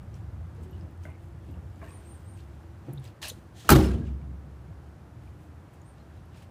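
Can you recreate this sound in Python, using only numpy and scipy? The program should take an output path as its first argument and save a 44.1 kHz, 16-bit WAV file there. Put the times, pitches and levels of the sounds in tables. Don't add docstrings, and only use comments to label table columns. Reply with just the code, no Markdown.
import sys
import numpy as np
from scipy import signal
from scipy.fft import rfft, irfft, next_fast_len
from scipy.io import wavfile
from scipy.ndimage import uniform_filter1d, map_coordinates

SR = 44100
rng = np.random.default_rng(int(sys.argv[2]) if len(sys.argv) > 2 else 0)


def ratio(d):
    e = np.asarray(d, float) / 20
    return 10 ** e


def unload_audio(sound):
    columns = np.transpose(np.atleast_2d(sound))
    steps = np.round(np.clip(columns, -1, 1) * 32767)
    wavfile.write(sys.argv[1], SR, steps.astype(np.int16))


N = 286650
SLAM_S = 3.691
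PATCHY_DB = 0.9

# [f/Hz, level/dB per Hz]
FIBRE_SPECTRUM = [(4000, -120), (6000, -6), (8000, 0), (12000, -5), (16000, -5)]


def unit(x):
    return x / np.sqrt(np.mean(x ** 2) + 1e-20)


def along(points, hz):
    f, v = np.transpose(points)
    return np.interp(np.log(hz + 1), np.log(f + 1), v)


def curves(rows):
    s, *cols = np.transpose(rows)
    return [np.interp(np.arange(N) / SR, s, c) for c in cols]


def while_on(rows):
    t = np.arange(N) / SR
    on = (t > rows[0][0]) & (t < rows[-1][0] + .006)
    return uniform_filter1d(1. * on, size=120)


def wobble(rate_hz):
    knots = rng.standard_normal(int(N * rate_hz / SR) + 4)
    return map_coordinates(knots, [np.arange(N) * rate_hz / SR])


def coloured(x, spectrum):
    m = next_fast_len(len(x) + 8192)
    gain = ratio(along(spectrum, np.fft.rfftfreq(m, 1 / SR)))
    return unit(irfft(rfft(x, m) * gain, m)[:len(x)])


def gritty(grain_db, rate_hz):
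    return rng.standard_normal(N) * ratio(grain_db * wobble(rate_hz))


def dying(spectrum, decay, count, patchy_db=0):
    noise = coloured(rng.standard_normal(count), spectrum)
    hz, t, z = signal.stft(noise, SR, nperseg=512)
    patches = uniform_filter1d(rng.standard_normal(z.shape), size=3, axis=0)
    patches = unit(uniform_filter1d(patches, size=4, axis=1))
    t60_s = np.maximum(along(decay, hz), .02)[:, None]
    return signal.istft(z * ratio(patchy_db * patches - 60 * t / t60_s), SR, nperseg=512)[1][:count]


def ring(hz, t60_s, t, rise_s):
    rise = 1 - np.exp(-t / max(rise_s, 1e-4))
    return ratio(-60 * t / max(t60_s, .002)) * np.sin(2 * np.pi * hz * t) * rise


def add(track, s, sound):
    part = track[round(s * SR):][:len(sound)]
    part += sound[:len(part)]


def traffic():
    # [t/s, level/dB]
    nearness = [(0, -40), (.8, -42.5), (1.15, -48), (1.5, -43.5), (2.1, -44.5), (2.8, -45), (3.15, -50.5),
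                (3.3, -43.5), (3.55, -48), (4.1, -48.5), (4.75, -51.5), (5.25, -46.5), (5.7, -48),
                (6.1, -47.5), (6.5, -46.5)]
    # [f/Hz, level/dB per Hz]
    rumble_spectrum = [(15, -74), (25, -42.5), (32, -33.5), (34, -25), (45, -15.5), (70, 0.5), (85, 0.5),
                       (162, -12), (250, -24.5), (320, -46.5), (550, -120)]
    # [f/Hz, level/dB per Hz]
    drone_spectrum = [(88, -24.5), (150, -3), (249, -10.5), (321, -5.5), (398, -13), (790, -15),
                      (871, -16.5), (1600, -22), (1950, -26), (2300, -29.5), (3700, -36), (11300, -43.5),
                      (15100, -48), (16000, -57)]
    rumble_db, = curves(nearness)
    lumps = ratio(1.2 * wobble(4.5))
    rumble = ratio(rumble_db) * unit(lumps * coloured(rng.standard_normal(N), rumble_spectrum))
    drone_db = -55 + 0.087 * (rumble_db - rumble_db.mean())
    return rumble + ratio(drone_db + 0.22 * wobble(1.7)) * coloured(rng.standard_normal(N), drone_spectrum)


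def far_notes():
    # [start/s, end/s, f/Hz, width/Hz, level/dB]
    engine_notes = [
        (0, 0.72, 65, 8.8, -44),
        (0, 1.98, 85, 14, -46.5),
        (0.5, 3.6, 338, 24, -62.5),
        (5, 5.87, 300, 17, -66.5),
    ]
    # [start/s, end/s, f/Hz, width/Hz, level/dB]
    insect_notes = [
        (2.0, 2.45, 14900, 700, -83),
    ]
    steady_hz = 5.9
    out, t = np.zeros(N), np.arange(N) / SR
    for start, end, hz, width_hz, db in [*engine_notes, *insect_notes]:
        fade = np.clip(np.minimum(t - start + 0.074, end - t) / 0.24, 0, 1)
        steady = min(steady_hz / width_hz, 1)
        size = 1.26 * steady + (1 - steady / 2) * wobble(width_hz)
        skew = (1 - steady / 2) * wobble(width_hz)
        phase = 2 * np.pi * hz * t
        out += ratio(db) * fade * (size * np.sin(phase) + skew * np.cos(phase))
    return out


def bird():
    # [start/s, length/s, top f/Hz, level/dB, last f/Hz]
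    calls = [
        (1.884, 0.11, 9180, -63, 8200),
        (2.047, 0.12, 9040, -62.5, 8140),
        (2.241, 0.12, 9000, -66.5, 7650),
        (5.843, 0.078, 9070, -71, 8100),
    ]
    # [share of length, share of climb, share of drop, level/dB]
    whistle_shape = [
        (0, 0, 0, -8),
        (.3, .5, 0, -2),
        (.55, .86, 0, 0),
        (.75, 1, 0, -1),
        (.87, 1, .45, -7),
        (1, 1, 1, -10),
    ]
    start_hz, hoarse = 8180, .2
    out = np.zeros(N)
    for start, length, top_hz, db, last_hz in calls:
        call = []
        for share, climb, drop, shape_db in whistle_shape:
            pitch_hz = start_hz + climb * (top_hz - start_hz) - drop * (top_hz - last_hz)
            call.append((start + share * length, pitch_hz, db + shape_db))
        hz, level_db = curves(call)
        phase = 2 * np.pi * np.cumsum(hz * (1 + .035 * hoarse * wobble(500))) / SR
        out += while_on(call) * ratio(level_db + 4.5 + 2.8 * wobble(150)) * np.sin(phase)
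    return out


def rustle():
    # [f/Hz, level/dB per Hz]
    cloth_spectrum = [(900, -120), (1500, -11), (2800, -4), (6000, -14), (8000, -17.5), (16000, -44)]
    # [t/s, level/dB]
    door_swing = [
        (3.535, -76),
        (3.565, -58.5),
        (3.598, -52),
        (3.625, -55.5),
        (3.655, -54.5),
        (3.672, -54),
        (3.683, -52.5),
    ]
    # [f/Hz, level/dB per Hz]
    swish_spectrum = [(1060, -28), (1800, -1), (2280, -9.5), (3260, 0), (5060, -7), (6650, -5.5),
                      (15000, -20), (16000, -23)]
    # [peak t/s, peak/dB, length/s, brightness/dB]
    moves = [(0.153, -66, 0.078, -4), (.4, -85, .4, -10), (0.563, -73, 0.088, -8), (0.637, -67.5, 0.043, 1),
             (0.768, -72, 0.38, -6), (1.044, -64, 0.069, -1), (1.238, -74, 0.17, 1), (1.474, -72, 0.2, -5),
             (1.845, -76, 0.047, 3), (1.877, -68.5, 0.42, -3), (2.056, -75, 0.055, -10),
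             (2.152, -75.5, 1, 1.5), (2.375, -67, .04, -6), (2.404, -69, .06, -11), (2.55, -78, .3, -13),
             (2.88, -70, 0.21, -10), (3.052, -56.5, 0.07, -7.5), (3.074, -67, 0.033, -8),
             (3.377, -71.5, 0.17, -1), (4.067, -63.5, 0.11, -21), (4.22, -75.5, 0.068, -13),
             (4.55, -82, .3, -4), (4.839, -78, 0.26, -7), (5.252, -73, 0.23, -5), (5.421, -77.5, .12, 3.5),
             (5.74, -74, 0.064, 3.5), (5.981, -71.5, 0.14, -19), (6.161, -71, 0.14, -11),
             (6.348, -68, .09, -16.5), (6.378, -61.5, 0.064, -8.5), (6.426, -61.5, 0.037, -5.5)]
    rise_share, range_db = .35, 13.5
    dull = coloured(gritty(1.96, 300), cloth_spectrum)
    bright = coloured(gritty(2.2, 300), FIBRE_SPECTRUM)
    t = np.arange(N) / SR
    out = while_on(door_swing) * ratio(curves(door_swing)[0]) * coloured(gritty(1.2, 200), swish_spectrum)
    for s, db, length, bright_db in moves:
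        away = np.maximum((s - t) / rise_share, (t - s) / (1 - rise_share)) / length
        out += ratio(db - range_db * away) * (dull + ratio(bright_db + 0.5) * bright)
    return out


def grips():
    # [f/Hz, level/dB per Hz]
    low_spectrum = [(90, -45), (150, 6.5), (300, 1.5), (500, -11), (900, -20), (1500, -40), (4000, -120)]
    # [f/Hz, level/dB per Hz]
    high_spectrum = [(400, -60), (650, 4), (850, -7), (1050, -2), (1300, -1), (2000, -5), (2600, -3.5),
                     (4000, -28), (8000, -120)]
    # [peak t/s, peak/dB, rise/s, fall/s, thinness/dB]
    slides = [
        (.61, -48, .03, 0.12, -23),
        (.84, -51, 0.067, 0.14, -21),
        (1.06, -61.5, 0.014, 0.12, 6),
        (1.5, -48, 0.036, 0.09, -23),
        (1.83, -59.5, .02, 0.17, 3),
        (2.89, -43.5, 0.046, 0.054, -25),
        (6.38, -65, .05, 0.069, 15),
    ]
    low = coloured(gritty(1.7, 60), low_spectrum)
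    high = coloured(gritty(3.3, 250), high_spectrum)
    out, t = np.zeros(N), np.arange(N) / SR
    for s, db, rise, fall, thin_db in slides:
        swell = ratio(db - 12.2 * np.maximum((s - t) / rise, (t - s) / fall))
        out += swell * (ratio(-max(thin_db, 0)) * low + ratio(min(thin_db, 0)) * high)
    return out


def scrape():
    # [t/s, level/dB, brightness/dB]
    drag = [
        (3.2165, -47, -6),
        (3.227, -41.5, -8),
        (3.255, -40.5, -12.5),
        (3.275, -45, -6),
        (3.3, -44, 4),
        (3.312, -57, -8),
        (3.338, -68, -7),
        (3.39, -78, -4),
    ]
    # [f/Hz, level/dB per Hz]
    sill_spectrum = [(290, -26), (500, -5), (1090, -6), (1510, -12), (1670, -6.5), (2160, -10),
                     (2650, -4.5), (3440, -7.5), (4090, -2.5), (14000, -23.5), (16000, -32)]
    level_db, bright_db = curves(drag)
    grit = gritty(1.5, 300)
    sound = coloured(grit, sill_spectrum) + ratio(bright_db - 4.5) * coloured(grit, FIBRE_SPECTRUM)
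    return while_on(drag) * ratio(level_db) * sound


def ticks():
    # [t/s, peak/dB, f/Hz]
    finger_clicks = [(.03, -63, 10100), (0.142, -52, 5900), (.55, -66, 11000), (0.634, -52.5, 8240),
                     (.81, -58, 4970), (.91, -60, 14000), (.975, -61, 9000), (1.037, -52, 5570),
                     (1.102, -60, 9000), (1.445, -67, 10000), (1.51, -62, 8000), (1.759, -62, 7000),
                     (1.906, -57, 5030), (2.405, -56, 3830), (2.929, -52, 11000), (2.934, -42, 11300),
                     (2.949, -57, 11000), (2.998, -55, 10300), (3.042, -49.5, 8500), (3.83, -37, 7940),
                     (5.43, -66.5, 9990), (5.735, -67.5, 13030), (5.817, -57, 6980), (6.256, -63, 11000),
                     (6.371, -58, 9000)]
    # [t/s, peak/dB, f/Hz, t60/s]
    metal_pings = [(.71, -60, 12600, .05), (.73, -62, 2930, .17), (.75, -64, 3000, .12),
                   (1.515, -61, 12600, .04), (1.541, -57.5, 2740, .03), (1.839, -61, 2830, 0.12),
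                   (2.976, -48, 3580, .015), (2.981, -45.5, 3800, 0.013), (3.052, -51, 4000, .03),
                   (3.078, -55, 4870, .03), (3.683, -43, 2840, .063), (3.714, -32, 8000, 0.036),
                   (3.725, -28, 4050, 0.078), (3.735, -39, 4280, .05), (3.787, -47, 5100, 0.046),
                   (3.807, -51, 4000, .04), (3.868, -49, 5280, .07), (3.882, -52, 5170, .05),
                   (3.838, -49, 15400, .07), (3.842, -41, 2870, 0.049), (3.825, -46, 5150, .08),
                   (3.85, -42, 5180, 0.14), (3.925, -52, 2610, 0.12), (3.949, -53, 3050, .04),
                   (4.055, -61, 2850, 0.04), (4.068, -60, 2800, .04), (4.085, -58.5, 2350, 0.061),
                   (4.215, -61.5, 2350, 0.065), (5.275, -61.5, 2400, 0.047), (6.0, -70, 4160, 0.23),
                   (6.175, -69, 4160, .1), (6.422, -59, 3000, 0.032)]
    # [t/s, peak/dB, f/Hz]
    mallet_slips = [(3.2195, -52, 4500), (3.2287, -34, 3220), (3.229, -37, 1800), (3.233, -33, 3070),
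                    (3.2335, -38, 4100), (3.2345, -43, 9300), (3.244, -37, 1610), (3.2437, -36, 4100),
                    (3.2445, -44, 2720), (3.251, -35, 2680), (3.2525, -41, 4100), (3.257, -40, 2700),
                    (3.265, -36, 2650), (3.267, -46, 5700), (3.274, -41, 2570), (3.28, -39, 2880),
                    (3.28, -45.5, 12800), (3.2845, -41, 2900), (3.283, -31, 11100), (3.2855, -31.5, 9450),
                    (3.29, -43, 8300), (3.292, -39, 4300), (3.2955, -38, 13200), (3.298, -34, 6200),
                    (3.3, -31.5, 4000), (3.302, -35, 7000), (3.302, -35, 3380), (3.307, -41, 3700)]
    contacts = [(*row, 0.02, 0.94) for row in finger_clicks]
    contacts += [(*row, 0.13) for row in metal_pings]
    contacts += [(*row, 0.015, 0.2) for row in mallet_slips]
    out, t = np.zeros(N), np.arange(SR // 10) / SR
    for s, db, hz, t60_s, click in contacts:
        mode_ratios = 1 + (0.011 + 0.049 * click) * rng.standard_normal(5)
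        modes = sum(ring(hz * k, t60_s, t, 0.00032) for k in mode_ratios)
        snap_ratios = np.exp(0.32 * rng.standard_normal(8))
        snap = sum(ring(min(hz * k, 15500), 0.0063, t, .0002) for k in snap_ratios)
        add(out, s, ratio(db - 9.5) * (modes + 1.1 * click * snap))
    return out


def knocks():
    # [t/s,
    # peak/dB, f/Hz, t60/s, sheet steel/dB]
    body_knocks = [(.582, -47.5, 454, 0.23, -8), (.655, -47, 367, 0.9, -16), (0.722, -35, 113, 0.17, -25),
                   (.82, -37, 173, 0.16, -16), (1.54, -38, 190, 0.077, -8), (2.878, -41.5, 279, 0.39, -6.5),
                   (2.878, -38.5, 354, 0.22, -16), (2.878, -31, 124, 0.2, -27),
                   (2.893, -29, 126.6, 0.17, -25), (2.882, -48, 690, 0.11, -10), (2.876, -43, 515, .1, -10),
                   (2.93, -30.5, 140, 0.18, -19), (2.971, -32, 127, 0.26, -25), (2.994, -34, 129, 0.12, -27),
                   (3.056, -30.5, 109, 0.15, -16), (3.315, -31, 490, 0.026, -27),
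                   (3.315, -36, 224.9, 0.04, -31.5), (3.695, -15, 310, 0.055, -30),
                   (3.71, -19, 401, 0.12, -30.5), (3.7, -28, 460, 0.25, -29), (3.745, -28, 551, 0.33, -31),
                   (3.701, -9, 217, 0.089, -30), (3.703, -17, 131, 0.066, -29),
                   (3.961, -24.5, 123.5, 0.24, -25.5), (4.679, -34, 160, 0.14, -14.5),
                   (4.7, -31, 98.8, 0.15, -28.5),
                   (1.052, -35, 1530, 0.033, -26), (1.053, -35.5, 2090, 0.047, -12),
                    (1.053, -39.5, 608, 0.075, -23), (1.076, -52, 2110, 0.16, -6),
                    (1.1, -53, 2350, .14, -8), (1.128, -57, 2250, .12, -12), (1.151, -54, 2200, .1, -14),
                    (1.815, -40.5, 1630, 0.024, -8), (1.8145, -42, 1150, .03, -9),
                    (1.816, -46, 2180, 0.071, -12), (1.828, -40.5, 655, 0.14, -16),
                    (1.828, -40, 1060, .05, -25), (1.844, -47, 1593, .07, -9), (1.862, -48, 1855, .08, -12),
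                    (1.876, -49, 1850, 0.11, -14), (1.885, -52, 2480, 0.14, -9),
                    (1.905, -58, 2200, 0.073, -12), (3.645, -41, 1300, 0.044, -6),
                    (3.652, -43, 700, .04, -1), (1.068, -50, 1450, 0.089, -14), (1.087, -54, 1980, .1, -11),
                    (1.112, -55, 2000, .07, -9), (1.166, -55, 2300, .04, -9), (1.083, -47, 640, 0.054, -22),
                    (1.826, -46, 1830, .05, -16), (1.858, -49, 680, .05, -20), (1.885, -52, 1050, .12, -10),
                    (1.903, -50, 2560, .06, -12), (1.916, -44.5, 1130, 0.036, -6),
                    (3.714, -17, 1460, .05, -14), (3.727, -15, 1343, .05, -20),
                    (3.743, -17, 1160, .04, -20), (3.798, -25, 814, 0.065, -9), (3.81, -34, 1360, .07, -18),
                    (3.905, -43, 1620, 0.16, -20), (3.935, -46, 1300, 0.11, -22),
                    (4.018, -49, 1640, .12, -20), (4.088, -51, 1450, 0.056, -20)]
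    panel_spectrum = [(100, 9), (400, 4.0), (2200, -12.5), (3500, -28.5), (9000, -62.5)]  # f/Hz, dB per Hz
    panel_decay = [(100, 0.45), (3000, 0.22)]  # f/Hz, t60/s
    out, t = np.zeros(N), np.arange(SR // 3) / SR
    for s, db, hz, t60_s, panel_db in body_knocks:
        spread = 0.026 * np.clip(hz / 1500, 0, 1.5)
        ratios = 1 + spread * rng.standard_normal(4)
        note = sum(ring(hz * k, t60_s, t, 0.0014 + 0.74 / hz) for k in ratios) / 4
        panel = dying(panel_spectrum, panel_decay, count=len(t)) * (1 - np.exp(-t * hz / 4))
        add(out, s, ratio(db) * note + ratio(db + panel_db) * panel)
    return out


def echoes(x):
    # [f/Hz, t60/s]
    yard_decay = [(200, 0.24), (2000, 0.14), (5000, 0.13), (9000, 0.2), (16000, .1)]
    tail = dying([(20, 0.0013), (20000, 0.00026)], yard_decay, count=SR // 2)
    return signal.fftconvolve(np.pad(x, (400, 0)), tail / np.linalg.norm(tail))[:N]


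def rattle():
    first_db, fading_t60_s, wait_s = -28.5, 0.42, .09
    middle_hz, grain_t60_s, scatter_db = 2617, .017, 3
    out, t = np.zeros(N), np.arange(SR // 30) / SR
    for wait, pitch, size in rng.standard_normal((90, 3)):
        late_s = wait_s * abs(wait) * 1.5
        level_db = first_db + scatter_db * size - 60 * late_s / fading_t60_s
        hz = min(middle_hz * np.exp(.45 * pitch), 15000)
        add(out, SLAM_S + .022 + late_s, ratio(level_db) * ring(hz, grain_t60_s, t, .0005))
    return out


def latch():
    # [t/s, crack/dB, striker ring/dB, brightness 0-1]
    strikes = [(3.6909, -15.5, -21, 0), (3.6924, -15.5, -2.5, 0), (3.6955, -20, -28, .6),
               (3.7023, -14, -19.5, 0.4), (3.702, -16.5, -7.5, 0.5), (3.7045, -9.5, -7.5, 0.6),
               (3.7065, -18.5, -15.5, .7), (3.712, -18.5, -22.5, .7), (3.7165, -23, -27, .6),
               (3.721, -20.5, -23, .4), (3.7225, -17.5, -28, .5), (3.728, -19.5, -25.5, .5)]
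    # [f/Hz, level/dB, t60/s]
    striker_modes = [(1121, -10.5, 0.012), (1260, -0.5, .018), (1320, -0.5, 0.021), (1450, -5.5, 0.018),
                     (2490, -13.5, 0.031), (3000, -10, .02), (4000, -13.5, 0.022), (5423, -18.5, .03),
                     (6300, -15, .02), (11000, -25, .015)]
    out, t = np.zeros(N), np.arange(SR // 8) / SR
    for s, crack_db, ring_db, bright in strikes:
        striker = sum(ratio(db + rng.normal(0, 1.2)) * ring(hz, t60_s, t, 0.00032)
                      for hz, db, t60_s in striker_modes)
        hiss = rng.standard_normal(len(t))
        crack = unit(hiss - bright * np.roll(hiss, 1)) * ratio(-60 * t / 0.014)
        add(out, s, ratio(crack_db) * crack + ratio(ring_db - 5.5) * striker)
    return out


def boom():
    # [f/Hz, level/dB, t60/s]
    cab_modes = [(56.3, -9.5, .34), (73.2, -8, 0.25), (81.3, -6.5, 0.2), (91, -26, 1.38), (94.7, -20, 0.98),
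                 (106.5, -13.5, 0.13), (133.4, -21, .73), (136.4, -6, 0.21)]
    # [f/Hz, level/dB, t60/s]
    pan_modes = [(59.3, -35.5, 1.5), (63.56, -19.5, 1.3), (68.3, -22, 2.42), (75.8, -20.5, 0.76)]
    # [f/Hz, level/dB, t60/s]
    skin_modes = [(123.2, -20.5, 0.5), (146, -19, 0.33), (175.7, -20.5, 0.36), (194, -25.5, 1.0),
                  (209.7, -17.5, 0.3), (236, -25.5, 1), (265.4, -16, 0.3), (288.7, -19.5, 0.3),
                  (315, -14, 0.48), (336, -24.5, .58), (352, -24, 0.33), (362, -25, 0.57),
                  (374.7, -19, 0.65), (818, -22, 0.22)]
    seat_s, pan_s, frame_s = 3.7175, 3.698, 3.7035
    out, t = np.zeros(N), np.arange(2 * SR) / SR
    add(out, seat_s, sum(ratio(db) * ring(hz, t60_s, t, 0.016) for hz, db, t60_s in cab_modes))
    add(out, pan_s, sum(ratio(db) * ring(hz, t60_s, t, 0.027) for hz, db, t60_s in pan_modes))
    for k, (hz, db, t60_s) in enumerate(skin_modes):
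        flutter_db = 0.8 * wobble(25)[:len(t)]
        add(out, frame_s, ratio(db + flutter_db) * (-1) ** k * ring(hz, t60_s, t, 0.01))
    return out


def steel_roar():
    # [f/Hz, level/dB per Hz]
    sheet_spectrum = [(60, -41), (120, -16.5), (237, -12.5), (363, -8), (450, -13), (556, -15.5),
                      (873, -22), (1340, -20.5), (2260, -30), (5180, -36.5), (10000, -35), (16000, -46.5)]
    # [f/Hz, t60/s]
    sheet_decay = [(60, 4.7), (150, 1.65), (300, 0.7), (700, 0.59), (1500, 0.48), (3000, 0.55),
                   (6000, 0.49), (12000, 0.39), (16000, .3)]
    # [f/Hz, level/dB per Hz]
    burst_spectrum = [(180, -29.5), (300, -13.5), (502, -18.5), (603, -7.5), (725, -25.5), (801, -5),
                      (1040, -12.5), (1280, -12), (2610, -25.5), (12300, -24.5), (16000, -40.5)]
    # [f/Hz, t60/s]
    burst_decay = [(300, 0.096), (1200, 0.22), (4000, 0.36), (10000, 0.1), (16000, 0.4)]
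    # [t/s, level/dB]
    surges = [(3.69, -0.5), (3.699, -2.5), (3.712, -1.5), (3.722, 0.5), (3.75, -1.5), (3.785, -1),
              (3.805, -2), (3.84, 0.5), (3.875, -1), (3.94, 1), (3.97, 0)]
    roar, t = np.zeros(N), np.arange(2 * SR) / SR
    trim = ratio(-2.5 * np.exp(-t / 0.017))
    sheet = dying(sheet_spectrum, sheet_decay, count=len(t), patchy_db=PATCHY_DB)
    add(roar, SLAM_S, ratio(-16) * trim * (1 - np.exp(-t / 0.02)) * sheet)
    burst = dying(burst_spectrum, burst_decay, count=len(t), patchy_db=PATCHY_DB)
    add(roar, SLAM_S, ratio(-13.5) * trim * (1 - np.exp(-t / 0.00816)) * burst)
    low = uniform_filter1d(roar, size=48)
    chatter_db = 1.9 * wobble(110)
    return low + ratio(curves(surges)[0] + chatter_db) * (roar - low)


def slam():
    return latch() + boom() + steel_roar()


def scene():
    background = traffic() + far_notes()
    song = bird()
    near = ticks() + knocks() + scrape()
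    walls = echoes(ratio(-15.0) * near + ratio(-6) * song)
    return (background + song + rustle() + grips() + near + walls + rattle() + slam())[None]


def top_cut(x):
    return signal.sosfilt(signal.butter(12, 17010, fs=SR, output="sos"), x)


def record(dry):
    mic_hz, top_hz, full_scale = 47.3, 15670, 1.05
    hz = np.fft.rfftfreq(N, 1 / SR)
    band_limit = np.clip((top_hz - hz) / 300, .08 * (hz < 17000), 1)
    bass_cut = 1 / np.sqrt(1 + (mic_hz / (hz + 1)) ** 8)
    heard = irfft(rfft(dry) * band_limit * bass_cut, N)
    mix = heard / (1 + np.abs(heard / full_scale) ** 6) ** (1 / 6)
    return top_cut(mix)


dry = scene()
out = record(dry)
unload_audio(out)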